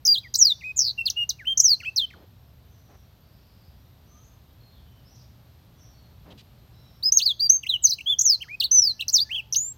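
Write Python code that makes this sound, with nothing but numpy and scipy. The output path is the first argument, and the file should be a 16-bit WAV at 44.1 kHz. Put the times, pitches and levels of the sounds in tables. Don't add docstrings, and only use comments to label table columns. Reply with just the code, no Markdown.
import sys
import numpy as np
from scipy import signal
from scipy.fft import rfft, irfft
from scipy.io import wavfile
from scipy.ndimage import uniform_filter1d

SR = 44100
rng = np.random.default_rng(int(sys.argv[2]) if len(sys.argv) > 2 else 0)


def materialize(psi):
    bounded = np.clip(np.atleast_2d(psi).T, -1, 1)
    quanta = np.round(bounded * 32767).astype(np.int16)
    wavfile.write(sys.argv[1], SR, quanta)


N = 430857
T = np.arange(N) / SR


def undb(db):
    return 10 ** (np.asarray(db) / 20)


def unit(x):
    return x / np.sqrt(np.mean(x ** 2) + 1e-20)


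def gain_at(hz, points):
    point_hz, point_db = np.transpose(points)
    return undb(np.interp(np.log(hz + 1), np.log(point_hz), point_db))


def colour(x, points):
    return irfft(rfft(x) * gain_at(np.fft.rfftfreq(len(x), 1 / SR), points), len(x))


def band(n, hz, width_hz):
    f = np.fft.rfftfreq(n, 1 / SR) + 1
    resonance = 1 / (1 + ((f * f - hz * hz) / (f * width_hz)) ** 2)
    return unit(irfft(rfft(rng.standard_normal(n)) * resonance, n))


def wander(t, rate_hz):
    steps = (t - t[0]) * rate_hz
    count = int(steps[-1]) + 2
    return np.interp(steps, np.arange(count), rng.standard_normal(count))


def add(out, start_s, x):
    i = max(int(start_s * SR), 0)
    out[i:i + len(x)] += x[:len(out) - i]


def background(air_db=-53, hum_hz=120, hum_db=-61.5):
    # frequency in Hz, relative density in dB per Hz.
    air_spectrum = [(18, -41), (30, -12.5), (64, 3), (115, -1.5), (308, -19), (528, -23.5), (582, -21),
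                    (2130, -32.5), (4040, -30.5), (7630, -43.5), (10500, -45), (13600, -75.5),
                    (22000, -120)]
    # time in seconds, level change in dB.
    swell = [(1.9, 0), (6.9, 2), (7.3, -1.5), (9.5, 0.5)]
    air_level = undb(air_db + np.interp(T, *np.transpose(swell)))
    air = unit(colour(rng.standard_normal(N), air_spectrum)) * air_level
    hum_level = undb(hum_db + 2 * wander(T, 0.96))
    hum = np.sqrt(2) * np.sin(2 * np.pi * hum_hz * T) * hum_level
    return air + hum


def turn(start_s, length_s, from_hz, turning_hz, to_hz, db, power=1.6):
    t = np.arange(0, length_s, 1 / SR)
    before, after = np.abs([from_hz - turning_hz, to_hz - turning_hz]) ** (1 / power)
    away_hz = np.abs(np.linspace(-before, after, len(t))) ** power
    return start_s + t, turning_hz + np.sign(from_hz - turning_hz) * away_hz, db


def slur(start_s, length_s, from_hz, to_hz, bend, db):
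    t = np.arange(0, length_s, 1 / SR)
    way = np.expm1(-bend * t / length_s) / np.expm1(-bend)
    return start_s + t, from_hz + (to_hz - from_hz) * way, db


def whistle(start_s, length_s, onset_hz, held_hz, end_hz, db, swell_db, settle_s=0.0099):
    t = np.arange(0, length_s, 1 / SR)
    drift_hz = (end_hz - held_hz) * t / length_s
    scoop_hz = (onset_hz - held_hz) * np.exp(-t / settle_s)
    return start_s + t, held_hz + drift_hz + scoop_hz, db + swell_db * (t / length_s - .5)


def syllables(moves, legato_s=.005):
    chains = []
    for move in sorted(moves, key=lambda m: m[0][0]):
        rows = np.array(np.broadcast_arrays(*move))
        if chains and rows[0, 0] - chains[-1][0, -1] < legato_s:
            earlier = chains[-1][:, chains[-1][0] < rows[0, 0]]
            chains[-1] = np.hstack([earlier, rows])
        else:
            chains.append(rows)
    return chains


def sing(syllable, jitter=0.0012, shimmer_db=1.17, sweep_shimmer_db=3.0, rasp=.025,
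         clear_db=-22, harsh_db=-7, harsh_octaves_per_s=35, rolloff_db=-4, odd_db=3.0):
    # pitch in Hz, gain in dB.
    throat = [(1000, -46.5), (1500, -39), (2000, -29.5), (2400, -27.5), (2700, -13.5), (3300, -15),
              (4500, -6), (5300, -5.5), (6100, 1), (6600, -7), (7200, -17), (8300, -33)]
    # frequency in Hz, gain in dB.
    beak = [(6000, -8), (8000, -10), (10500, -13), (12500, -7), (14500, 1.5)]
    # first pitch in Hz, attack in seconds.
    attack = [(2800, 0.018), (5200, 0.0077), (6500, 0.0032)]
    # start in seconds, end in seconds, first rate in Hz,
    # last rate in Hz, loudness depth 0-1, pitch swing in Hz.
    buzzes = [(0.761, 0.937, 148, 106.3, .5, 310), (1.569, 1.616, 170, 211, 0.06, 330),
              (8.191, 8.22, 227, 222, 0.2, 380)]
    muscle_s, pressure_s, release_s = 0.004, 0.01, 0.012

    s, move_hz, move_db = syllable
    t = np.arange(s[0], s[-1], 1 / SR)
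    hz = uniform_filter1d(np.interp(t, s, move_hz), int(muscle_s * SR), mode="nearest")
    db = uniform_filter1d(np.interp(t, s, move_db), int(pressure_s * SR), mode="nearest")
    octaves_per_s = uniform_filter1d(np.abs(np.gradient(np.log2(hz))) * SR, size=900)
    harshness = np.minimum(octaves_per_s / harsh_octaves_per_s, 1)
    overtone = undb(clear_db + (harsh_db - clear_db) * harshness)

    attack_s = np.interp(hz[0], *np.transpose(attack))
    opening = np.minimum((t - t[0]) / attack_s, (t[-1] - t) / release_s)
    envelope = np.sin(np.pi / 2 * np.clip(opening, 0, 1)) ** 2
    unsteady_db = shimmer_db + sweep_shimmer_db * np.minimum(octaves_per_s / 8, 1)
    shimmer = uniform_filter1d(wander(t, 220), size=90)
    size = undb(db + unsteady_db * shimmer) * gain_at(hz, throat) * envelope

    hz = hz * (1 + jitter * wander(t, 500))
    for start_s, end_s, first_hz, last_hz, depth, swing_hz in buzzes:
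        inside = np.clip(np.minimum(t - start_s, end_s - t) / muscle_s + .5, 0, 1)
        rate_hz = np.interp(t, [start_s, end_s], [first_hz, last_hz]) * (t > start_s)
        throb = 2 * np.pi * np.cumsum(rate_hz) / SR
        hz = hz + inside * (rasp * hz * wander(t, 1100) - swing_hz * np.sin(throb))
        size = size * (1 - inside * depth * np.cos(throb))

    phase = 2 * np.pi * np.cumsum(hz) / SR
    wave = np.sin(phase)
    for k in range(2, 7):
        below_nyquist = k * hz < SR / 2
        weight = undb(rolloff_db * (k - .5) + odd_db * (k % 2)) * gain_at(k * hz, beak) * below_nyquist
        wave += overtone * weight * np.sin(k * phase)
    return t[0], np.sqrt(2) * size * wave


def canary():
    # start in seconds, length in seconds,
    # from Hz, turning Hz, to Hz, level in dB.
    turn_rows = [ (.05, 0.017, 6700, 5080, 6240, -17), (0.138, 0.054, 4750, 3140, 4470, -15),
                 (0.338, .025, 8120, 3820, 7760, -17), (.605, 0.036, 3130, 1987, 2450, -18.5),
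                 (1.572, .033, 5730, 6670, 5880, -13.5), (1.799, 0.059, 3070, 1354, 2160, -15.5),
                 (7.239, 0.022, 4829, 5172, 5000, -29), (7.627, 0.052, 3830, 1980, 3800, -18),
                 (7.865, 0.033, 5880, 3970, 6190, -21), (7.9, 0.046, 6226, 3970, 5540, -16),
                 (7.98, 0.038, 3420, 2197, 3380, -15.5), (8.057, 0.094, 3054, 3506, 3063, -7),
                 (8.185, .031, 5690, 6600, 6100, -16), (8.599, 0.047, 5428, 2770, 4858, -12.5),
                 (8.989, 0.028, 3240, 2680, 4340, -15), (9.08, 0.026, 6944, 4100, 7840, -21),
                 (9.286, 0.087, 1484, 3210, 2389, -15), (9.524, 0.016, 6600, 5410, 6965, -17.5),
                 (9.542, 0.018, 6874, 2712, 5950, -22)]
    # start in seconds, length in seconds,
    # from Hz, to Hz, bend (no unit), level in dB.
    slur_rows = [ (0.065, 0.0093, 8250, 4970, 2, -17.5), (.231, 0.051, 2700, 1830, 2, -20.5),
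                 (0.365, .012, 7700, 8500, -4, -16.5), (0.375, 0.018, 8500, 6750, -0.2, -10.5),
                 (0.394, 0.14, 6830, 3396, 1.13, -12.5), (0.76, 0.16, 7350, 4104, 1.8, -19),
                 (1.054, 0.039, 5140, 2480, -0.33, -12), (1.098, 0.018, 8300, 2900, 2.5, -18),
                 (1.29, 0.03, 7540, 3040, 2, -18), (1.386, .061, 2754, 1437, 2, -13.5),
                 (1.446, 0.026, 1474, 3060, 4, -28.5), (1.608, 0.0058, 5932, 8300, 0.5, -13.5),
                 (1.614, .14, 7730, 4020, 1.5, -12.5), (1.96, 0.1, 6330, 3036, 4.2, -13.5),
                 (2.101, .02, 3030, 1520, 1, -14), (2.127, 0.032, 2800, 920, 2.2, -12),
                 (7.179, 0.036, 6400, 2127, 1.05, -16.5), (7.209, 0.027, 2160, 4780, 2.5, -19),
                 (7.257, 0.072, 4840, 3130, 0.75, -11.5), (7.686, 0.084, 4310, 2790, 1.5, -9),
                 (7.822, 0.048, 8470, 5890, 2.4, -11.5), (8.219, 0.0072, 6000, 8300, 1, -13),
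                 (8.229, .135, 7720, 3967, 1.22, -13.5), (8.398, 0.037, 2050, 3330, 2.5, -23.5),
                 (8.424, 0.053, 3320, 1217, 3.5, -20), (8.641, 0.032, 4720, 3326, 0.3, -14),
                 (8.816, 0.11, 5740, 3963, 0.9, -15.5), (9.011, 0.028, 4538, 2430, 3.5, -17),
                 (9.121, 0.071, 8020, 3473, 0.65, -13)]
    # start in seconds, length in seconds, onset Hz, held Hz,
    # end Hz, level in dB, swell over the note in dB.
    whistle_rows = [ (0.076, 0.06, 4970, 4793, 4752, -9.5, -1.5), (0.641, 0.083, 2425, 2540, 2510, -10, 3),
                    (0.974, 0.052, 2816, 2743, 2696, -11, 4.5), (1.157, 0.091, 2657, 2910, 2814, -12, 3),
                    (1.469, 0.071, 2970, 3186, 3171, -8, -0.5), (1.848, 0.051, 2166, 2533, 2700, -11.5, 3),
                    (7.023, 0.075, 3125, 5156, 5057, -16.5, 8), (7.119, 0.058, 5552, 6940, 6395, -15.5, 0),
                    (7.391, 0.087, 3330, 4940, 4644, -14.5, 0.5),
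                    (7.492, 0.088, 5490, 6540, 6296, -15.5, -9), (8.478, 0.081, 1193, 2285, 2560, -13.5, 8),
                    (8.71, 0.098, 5710, 6420, 5797, -14.5, 4.5),
                    (9.193, 0.047, 3490, 4700, 4837, -15.5, -2.5),
                    (9.563, 0.17, 6080, 6605, 7660, -16, 0.5)]
    # start in seconds, length in seconds, from Hz, turning Hz,
    # to Hz, level in dB.
    strand_rows = [(1.82, 0.045, 3700, 2680, 3820, -34), (1.832, 0.041, 1895, 3290, 3142, -28),
                   (9.337, 0.077, 3226, 3370, 2250, -15)]
    lead = [turn(*row) for row in turn_rows]
    lead += [slur(*row) for row in slur_rows]
    lead += [whistle(*row) for row in whistle_rows]
    strands = [np.array(np.broadcast_arrays(*turn(*row))) for row in strand_rows]
    out = np.zeros(N)
    for syllable in syllables(lead) + strands:
        add(out, *sing(syllable))
    return out


def scatter(x, t60_s, onset_s, dull=True):
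    # frequency in Hz, gain in dB.
    yard_spectrum = [(3000, -6), (4300, -8.5), (6400, -10), (7000, -14.5), (9000, -8.5)]
    t = T[:SR]
    noise = rng.standard_normal(SR)
    if dull:
        noise = colour(noise, yard_spectrum)
    tail = noise * undb(-60 * t / t60_s) * (1 - np.exp(-t / onset_s))
    return signal.fftconvolve(x, tail / np.sqrt(np.sum(tail ** 2)))[:N]


def garden(x, cage_db=-16, yard_db=-29):
    # delay in seconds, level in dB.
    echo_rows = [(.0017, -27.5), (.0042, -13.5), (.0083, -17.5)]
    close = sum(undb(db) * np.interp(T - delay_s, T, x, left=0) for delay_s, db in echo_rows)
    cage = scatter(np.gradient(x) * 2, t60_s=.09, onset_s=.002, dull=False)
    yard = scatter(x, t60_s=0.54, onset_s=0.0033)
    return x + close + undb(cage_db) * cage + undb(yard_db) * yard


def chirp(start_s, end_s, from_hz, to_hz, flutter, db):
    t = np.arange(start_s, end_s, 1 / SR)
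    hz = np.linspace(from_hz, to_hz, len(t)) * (1 + flutter * wander(t, 400))
    size = signal.windows.tukey(len(t), .5) * undb(3 * wander(t, 40))
    return undb(db) * unit(size * np.sin(2 * np.pi * np.cumsum(hz) / SR))


def far_calls(chatter_db=-82, count=90):
    # start in seconds, end in seconds, start Hz, end Hz,
    # flutter as share of pitch, level in dB before the blur and final gain.
    bird_rows = [(2.622, 3.096, 6020, 5650, 0.05, -74), (3.15, 3.85, 5100, 4700, .08, -73),
                 (4.042, 4.32, 5900, 6510, 0.037, -64.5), (4.583, 4.76, 4320, 4180, .015, -66),
                 (4.68, 4.82, 3900, 3300, .05, -69), (4.83, 5.02, 3100, 3000, .01, -72),
                 (5.029, 5.201, 4940, 6280, .05, -63), (5.138, 5.25, 5390, 4960, .13, -62.5),
                 (5.749, 5.945, 5930, 5670, 0.043, -63.5), (5.9, 6.148, 4500, 4180, 0.013, -71),
                 (6.697, 6.978, 4040, 3860, .02, -70), (6.7, 7.03, 5250, 5450, .035, -70),
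                 (4.04, 4.25, 1130, 1290, .04, -72)]
    squeal_rows = [(8.69, 8.98, 1735, 1720, .003, -72.5), (9.19, 9.3, 1763, 1715, 0.0024, -66),
                   (9.15, 9.5, 860, 880, .012, -71)]
    out = np.zeros(N)
    for row in [*bird_rows, *squeal_rows]:
        add(out, row[0], chirp(*row))
    for k, (when, pitch, slope) in enumerate(rng.random((count, 3))):
        start_s = (k + when) / count * T[-1]
        from_hz = 3000 * 2 ** pitch
        to_hz = from_hz * 2 ** (.3 * (.5 - slope))
        add(out, start_s, chirp(start_s, start_s + .16, from_hz, to_hz, .015, chatter_db))
    return .7 * (out + scatter(out, t60_s=.5, onset_s=.003))


def rustles():
    # start in seconds, length in seconds, centre in Hz, width in Hz,
    # level in dB before the fades.
    rustle_rows = [(2.13, .14, 219, 540, -55), (2.878, .1, 297, 890, -57.5), (6.241, .11, 398, 700, -53),
                   (6.246, 0.15, 181, 150, -52), (6.3, .035, 3230, 1400, -53.5),
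                   (6.371, 0.051, 3400, 2200, -53.5)]
    out = np.zeros(N)
    for start_s, length_s, hz, width_hz, db in rustle_rows:
        n = int(length_s * SR)
        add(out, start_s, undb(db) * band(n, hz, width_hz) * signal.windows.tukey(n, .5))
    return out


def scene():
    return (background() + garden(canary()) + far_calls() + rustles())[None]


def record(dry, whistle_db=-73, hiss_db=-76, low_cut_hz=42, top_hz=16100):
    low_cut = signal.butter(2, low_cut_hz, "highpass", fs=SR, output="sos")
    thinned = signal.sosfilt(low_cut, dry)
    hiss = undb(whistle_db) * band(N, 12000, 330) + undb(hiss_db) * band(N, 13000, 4500)
    top_cut = signal.ellip(10, .2, 80, top_hz, fs=SR, output="sos")
    return signal.sosfilt(top_cut, thinned + hiss)


dry = scene()
out = record(dry)
materialize(out)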